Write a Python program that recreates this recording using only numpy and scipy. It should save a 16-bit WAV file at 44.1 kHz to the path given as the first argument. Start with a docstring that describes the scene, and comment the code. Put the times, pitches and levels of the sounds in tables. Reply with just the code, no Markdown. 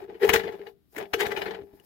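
"""A small room, a stereo microphone close to a gloved hand working a stiff mechanism in a hollow housing.
First the parts rub; at 0.3 s they break free with a loud clatter, then come briefly to rest.
From about 1 s they are turned through a run of ratcheting catches, each a cluster of tiny slips
that rattles the housing and makes the air inside it ring. The run fades, and at 1.8 s a small
springy tick sounds over the faint room tone."""
import sys
import numpy as np
from scipy import signal
from scipy.io import wavfile

SR = 44100
rng = np.random.default_rng(int(sys.argv[2]) if len(sys.argv) > 2 else 0)


def digitize_waveform(pressure):
    """Quantize a signal to 16-bit integers and store it at the path in sys.argv[1].

    Rows of a 2-D input are taken as channels; values are limited to [-1, 1].
    """
    field = np.atleast_2d(pressure).T
    bounded = np.clip(field, -1, 1)
    quanta = np.round(bounded * 32767).astype(np.int16)
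    wavfile.write(sys.argv[1], SR, quanta)


N = 81585

# Catches of the mechanism and after-swells of the hollow ring (peak time [s], rise [s], fall [s],
# rattle [dB], hollow ring [dB], ring pitch [Hz], crisp edge [dB], thud [dB])
CATCHES_AND_SWELLS = [ (.022, 0.024, 0.0036, -62, -35, 381, -65, -71),
                      (0.041, 0.0091, 0.004, -49.5, -38, 400, -63.5, -56),
                      (.097, 0.013, 0.003, -53, -33.5, 406, -77, -50),
                      (0.128, 0.0093, 0.0026, -67, -39.5, 423, -75, -54),
                      (.147, 0.0031, 0.011, -48, -37, 400, -81, -56),
                      (.232, 0.0076, 0.008, -21.5, -12, 432.2, -83, -50),
                      (.250, 0.012, 0.0038, -26, -16, 442.3, -36.5, -61),
                      (0.2934, 0.0017, 0.002, -6, -20, 445, -18, -31),
                      (.303, 0.0058, 0.0046, -17.5, -24, 439, -48, -38),
                      (.316, 0.0023, 0.0022, -28, -24.5, 439, -63, -62),
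                      (0.3387, 0.0039, 0.0029, -9, -15, 438.5, -17, -30),
                      (0.348, 0.0042, 0.015, -16.5, -20.5, 450.3, -31.5, -43.5),
                      (0.3607, 0.0042, 0.0052, -13.5, -33, 447, -29, -34.5),
                      (0.395, 0.00038, 0.012, -25, -37, 436, -65, -41.5),
                      (0.435, 0.0021, 0.015, -33, -29.5, 419, -52, -43.5),
                      (.458, .003, 0.0042, -39.5, -31.5, 410, -63, -45.5),
                      (0.479, 0.0055, 0.0032, -33.5, -28, 445, -69, -50),
                      (.493, 0.0042, 0.0015, -32.5, -31.5, 418.5, -62, -47.5),
                      (.527, 0.0047, 0.0074, -42.5, -31.5, 400, -57, -59.5),
                      (.592, .0006, 0.0061, -48.5, -34.5, 419, -77, -50.5),
                      (.616, 0.001, 0.0029, -40.5, -41.5, 424, -77, -79),
                      (0.67, 0.0028, 0.0043, -36, -39.5, 431, -63, -65.5),
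                      (.925, .0006, .005, -67, -60, 400, -58, -74),
                      (0.965, 0.0027, 0.0044, -29, -36, 334, -42, -52),
                      (.981, 0.00083, 0.0028, -30.5, -36, 400, -37, -62),
                      (.986, 0.0038, 0.0018, -27.5, -29, 436, -37, -58),
                      (1.011, .0008, 0.0041, -32, -32, 415.5, -56, -57),
                      (1.027, 0.0015, 0.0026, -34.5, -36.5, 394, -50, -83),
                      (1.056, 0.0013, 0.0039, -42.5, -62, 410, -74, -60),
                      (1.136, 0.0015, 0.0052, -15.5, -25, 454.4, -28.5, -39.5),
                      (1.141, 0.00094, 0.0027, -15, -27.5, 424, -33, -69),
                      (1.171, 0.0027, 0.0018, -56, -29, 410, -56, -49),
                      (1.208, 0.0091, 0.0079, -18, -28, 406, -30, -67),
                      (1.217, 0.0067, 0.012, -22.5, -19.5, 432.6, -55, -74),
                      (1.229, 0.0023, 0.0075, -27, -33, 443, -39, -54),
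                      (1.258, 0.006, .003, -24, -37, 462, -66, -52.5),
                      (1.268, 0.0055, 0.0029, -22.5, -36, 438, -36, -38.5),
                      (1.283, 0.0026, .003, -53, -27.5, 416, -43, -63),
                      (1.321, 0.0081, 0.0055, -23.5, -26.5, 427, -41.5, -57),
                      (1.365, 0.0018, 0.0053, -24, -38, 395, -62, -65),
                      (1.375, 0.0055, 0.011, -26, -29, 402, -43.5, -46.5),
                      (1.4186, 0.0021, 0.0067, -22, -32, 435, -68, -44.5),
                      (1.458, 0.0011, 0.014, -28, -31, 413, -72, -44),
                      (1.483, 0.0038, 0.0047, -31.5, -30, 402, -62, -47),
                      (1.509, 0.00069, 0.0051, -27.5, -33.5, 434, -60, -54),
                      (1.548, 0.0041, .008, -35.5, -35, 425.5, -70, -50.5),
                      (1.587, 0.0077, 0.019, -67, -33.5, 422.6, -85, -55.5),
                      (1.615, .001, 0.0046, -49.5, -42, 422, -79, -46),
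                      (1.636, 0.0043, 0.0047, -66, -53.5, 391, -72, -47.5),
                      (1.733, .003, 0.0065, -65, -50, 374, -77, -50.5),
                      (1.7994, .0007, .002, -53, -59, 387, -51.5, -67.5), ]
# Rubbing between the catches (time [s], level [dB])
RUB_LEVELS = [(0, -41.5), (.05, -53), (.075, -61), (.10, -44.5), (.17, -57), (.195, -57), (.225, -29),
              (.27, -30), (.32, -34.5), (.38, -33.5), (.42, -43.5), (.49, -36), (.52, -47.5), (.55, -41.5),
              (.58, -54), (.69, -48), (.73, -79.5), (.90, -94.5), (.95, -50.5), (1.0, -34.5), (1.04, -42),
              (1.085, -68), (1.13, -51), (1.15, -43), (1.175, -49), (1.20, -33.5), (1.24, -34), (1.29, -37),
              (1.35, -37.5), (1.40, -36), (1.50, -37), (1.57, -44.5), (1.65, -63.5), (1.85, -64)]
# Fine rustle of the glove (time [s], level [dB])
GLOVE_LEVELS = [(0, -67), (.08, -76), (.19, -71), (.22, -47.5), (.25, -47), (.28, -41), (.32, -57),
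                (.37, -42.5), (.42, -60), (.50, -64), (.64, -70), (.69, -62), (.75, -83.5), (.88, -78.5),
                (.97, -50.5), (1.07, -70.5), (1.13, -64), (1.15, -42.5), (1.175, -62.5), (1.21, -42),
                (1.30, -59.5), (1.42, -51), (1.58, -69.5), (1.72, -73.5), (1.76, -64), (1.82, -74),
                (1.85, -57.5)]
# Low hum of the room (first row) and ringing modes of the housing
# (frequency [Hz], level against the plain knock [dB], t60 before the Q limit [s])
ROOM_AND_HOUSING_MODES = [(189.5, 6, 1), (400.7, 2, 0.37), (454.4, 0.5, 0.22), (649.6, -3, 0.091),
                          (829.5, -0.5, 0.027), (869.6, -7.5, .1), (1574, -6, 0.091), (1690, -1.5, 0.071),
                          (1738, -2.5, 0.1), (1898, -4, .08), (1988, -4.5, 0.21), (2510, -2.5, 0.072),
                          (2940, 5.5, 0.092), (3330, 1.5, 0.39), (3486, 5, 0.048), (3762, 0.5, 0.053)]
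# Tone of a catch's rattle, crisp edge and thud (frequency [Hz], relative level [dB])
RATTLE_SPECTRUM = [(40, -51), (200, -16.5), (330, -3.5), (560, -5.5), (850, 2.5), (1130, -4), (1550, 4),
                   (2000, 6.5), (2500, 1), (3000, -1), (3600, -8.5), (4300, -10), (5600, -24.5),
                   (7000, -27.5), (16000, -38)]
EDGE_SPECTRUM = [(40, -43.5), (2000, -54.5), (4500, -4), (6000, 9), (8500, 7.5), (10500, 7), (13000, 8.5),
                 (16000, 7)]
THUD_SPECTRUM = [(20, -23), (45, -9.5), (75, -3), (120, -5), (185, -0.5), (280, -2), (500, -12.5),
                 (1500, -53.5), (16000, -89)]
# Tone of the rubbing parts, the glove and the room tone (frequency [Hz], relative level [dB])
RUB_SPECTRUM = [(40, -18), (170, -1), (300, 0.5), (410, 5), (540, 1), (850, 3), (1130, -5.5), (1850, -5.5),
                (2500, -8), (3200, -16.5), (4500, -22), (6500, -34), (16000, -45.5)]
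GLOVE_SPECTRUM = [(40, -40), (2000, -16), (5000, -3), (6500, -9.5), (8500, -9.5), (11000, -3), (13000, 4),
                  (15000, 0), (16000, -4.5)]
ROOM_TONE_SPECTRUM = [(12, -57.5), (20, -25), (65, -5.5), (377, -13), (434, -23.5), (642, -30.5),
                      (3840, -35), (5080, -43), (5530, -48.5), (16000, -38)]
# Shaded right side of the microphone against the left (frequency [Hz], gain [dB])
RIGHT_SHADE = [(30, -4), (180, -8.5), (280, -0.5), (430, -5.5), (540, -2.5), (700, 2.5), (860, -16),
               (1200, -2), (1700, -12.5), (2200, -15.5), (2900, -13.5), (3900, -4.5), (5200, -0.5),
               (8000, -5), (13000, -4.5)]
# Reflections off the hand and nearby walls (frequency [Hz], t60 [s])
NEAR_DECAY = [(200, 0.0082), (2000, 0.035), (12000, 0.048)]
# Tail of the small room (frequency [Hz], t60 [s])
ROOM_DECAY = [(60, 0.21), (190, 0.19), (400, 0.27), (2000, 0.064), (5000, 0.17), (14000, .12)]

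SNAP_DB = -11.5  # the hard click at the peak of a catch, against its cluster of slips
RING_SWELL_S, RING_LENGTH_S, THUD_LENGTH_S = 0.0036, 0.011, 0.015
MAX_Q = 230  # the material damps long-ringing modes
RIGHT_LATE_S = 0.00058
NEAR_LEFT_DB, NEAR_RIGHT_DB = -5, 13  # close reflections against the direct sound
CLATTER_ROOM_DB, RING_ROOM_DB, ROOM_TONE_DB = -10.5, -16.5, -66


def catches_and_swells():
    """Clusters of slips give the stereo clatter and the hollow ring of the air, with its after-swells."""
    clatter, hollow = np.zeros((2, N)), np.zeros(N)
    lead_s = 0.04
    t = np.arange(SR // 5) / SR
    body = contact(RATTLE_SPECTRUM)[:len(t)]
    thud_body = contact(THUD_SPECTRUM)[:len(t)]
    ringing = slip_response()[:len(t)]
    crisp = colour(EDGE_SPECTRUM, size=1024)
    for peak_s, rise, fall, rattle_db, ring_db, ring_hz, edge_db, thud_db in CATCHES_AND_SWELLS:
        envelope = np.exp(-np.maximum((lead_s - t) / rise, (t - lead_s) / fall))
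        cluster = envelope * slips(per_s=7000, spread_db=2.5, count=len(t))
        add(cluster, lead_s, [amp(SNAP_DB) * np.linalg.norm(cluster)])
        size = np.linalg.norm(envelope)  # longer clusters carry more energy
        thud = amp(thud_db) * np.sqrt(THUD_LENGTH_S * SR) * unit(through(cluster, thud_body))
        for side, heard in zip(clatter, paths_to_microphone(cluster)):
            rattle = amp(rattle_db) * unit(through(heard, body))
            edge = amp(edge_db) * unit(through(heard, crisp))
            add(side, peak_s - lead_s, size * (rattle + edge) + thud)
        air_pulse = t ** 2 * np.exp(-t / RING_SWELL_S) * np.cos(2 * np.pi * ring_hz * t)
        ring = unit(through(cluster, through(air_pulse, ringing)))
        add(hollow, peak_s - lead_s, amp(ring_db) * np.sqrt(RING_LENGTH_S * SR) * ring)
    return clatter, hollow


def slips(per_s, spread_db, count):
    """Random tiny clicks of either sign and uneven size."""
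    size = amp(spread_db * np.minimum(rng.exponential(1, count), 4))
    return size * rng.choice([-1, 1], count) * (rng.random(count) < per_s / SR)


def slip_response():
    """One slip: the knock itself, then the room's low hum and the housing's ringing modes."""
    t = np.arange(SR // 4) / SR
    response = 1. * (t == 0)
    for hz, db, t60 in ROOM_AND_HOUSING_MODES:
        t60 = min(t60, MAX_Q * np.log(1000) / (np.pi * hz))
        mode = amp(db - 60 * t / t60) * np.cos(2 * np.pi * hz * t)
        response += mode * 2 * np.log(1000) / (t60 * SR)  # same resonance height at any t60
    return response


def contact(spectrum):
    """A contact of the given colour, ringing the housing and the room's low mode."""
    return unit(through(slip_response(), colour(spectrum)))


def rubbing():
    """Grainy friction of the parts in the housing."""
    body = contact(RUB_SPECTRUM)
    grains = stereo_slips(per_s=2200, spread_db=5)
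    return np.array([through(side * level(RUB_LEVELS), body) for side in grains])


def glove_rustle():
    """Dense, fine slips of the glove make a bright rustle."""
    fine = unit(colour(GLOVE_SPECTRUM))
    grains = stereo_slips(per_s=16000, spread_db=-1.5)
    return np.array([through(side * level(GLOVE_LEVELS), fine) for side in grains])


def stereo_slips(per_s, spread_db, likeness=0.31):
    """Partly alike streams of slips at the two sides of the microphone, the right one later."""
    left, other = (np.sqrt(N) * unit(slips(per_s, spread_db, count=N)) for _ in range(2))
    right = np.sqrt(1 - likeness ** 2) * other
    add(right, RIGHT_LATE_S, likeness * left)
    return left, right


def tick(at_s, db, hz, t60):
    """A small part snaps into place and rings briefly."""
    out, t = np.zeros(N), np.arange(SR // 10) / SR
    add(out, at_s, amp(db - 60 * t / t60) * np.sin(2 * np.pi * hz * t))
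    return out


def paths_to_microphone(x):
    """Direct sound, later on the right, with fresh close reflections for each side."""
    left = amp(NEAR_LEFT_DB) * through(x, reflections(NEAR_DECAY, size=2048))
    right = amp(NEAR_RIGHT_DB) * through(x, reflections(NEAR_DECAY, size=2048))
    add(left, 0, x)
    add(right, RIGHT_LATE_S, x)
    return left, right


def small_room(clatter, hollow):
    """One side's clatter and hollow ring, with the short tail the walls return."""
    to_walls = amp(CLATTER_ROOM_DB) * clatter + amp(RING_ROOM_DB) * hollow
    return clatter + hollow + through(to_walls, reflections(ROOM_DECAY))


def reflections(t60s, size=16384):
    """Dense reflections, each band dying at its own speed."""
    hz, t, bands = signal.stft(rng.standard_normal(size), SR, nperseg=128)
    decay = amp(-60 * t / read(t60s, hz)[:, None])
    return unit(signal.istft(bands * decay, SR, nperseg=128)[1])


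def room_tone():
    """Steady faint background of the room."""
    noise = through(rng.standard_normal(N), colour(ROOM_TONE_SPECTRUM))
    return amp(ROOM_TONE_DB) * np.sqrt(N) * unit(noise)


def amp(db):
    """Decibels to gain."""
    return 10 ** (np.asarray(db) / 20)


def unit(x):
    """Scales to an energy of one."""
    return x / np.sqrt(np.sum(x ** 2) + 1e-20)


def read(points, hz):
    """Reads a curve on a log-frequency axis."""
    f, value = np.transpose(points)
    return np.interp(np.log(hz + 1), np.log(f + 1), value)


def level(points):
    """Gain at every sample from a curve in dB."""
    return amp(np.interp(np.arange(N) / SR, *np.transpose(points)))


def add(mix, at_s, sound):
    """Mixes a sound in at the given time."""
    start = round(at_s * SR)
    sound = sound[max(-start, 0):]
    part = mix[max(start, 0):][:len(sound)]
    part += sound[:len(part)]


def through(x, response):
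    """Filters a sound and keeps its length."""
    return signal.fftconvolve(x, response)[:len(x)]


def colour(points, size=4096):
    """Causal impulse response with the given spectrum."""
    hz = abs(np.fft.fftfreq(size, 1 / SR))
    log_gain = np.log(amp(read(points, hz)))
    minimum_phase = np.exp(np.conj(signal.hilbert(log_gain)))
    return np.fft.ifft(minimum_phase).real[:size // 2]


def scene():
    """Close up in the room: the microphone's left side faces the mechanism, its right is shaded."""
    clatter, hollow = catches_and_swells()
    close = clatter + rubbing() + glove_rustle() + tick(at_s=1.7985, db=-48, hz=2900, t60=0.026)
    left, right = (small_room(side, hollow) for side in close)
    return np.array([left + room_tone(), through(right + room_tone(), colour(RIGHT_SHADE))])


def record(dry):
    """Both microphone channels are cut off above 15.9 kHz."""
    low_pass = signal.firwin(511, 15900, window=("kaiser", 9), fs=SR)
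    return signal.oaconvolve(dry, low_pass[None], "same")


dry = scene()
out = record(dry)
digitize_waveform(out)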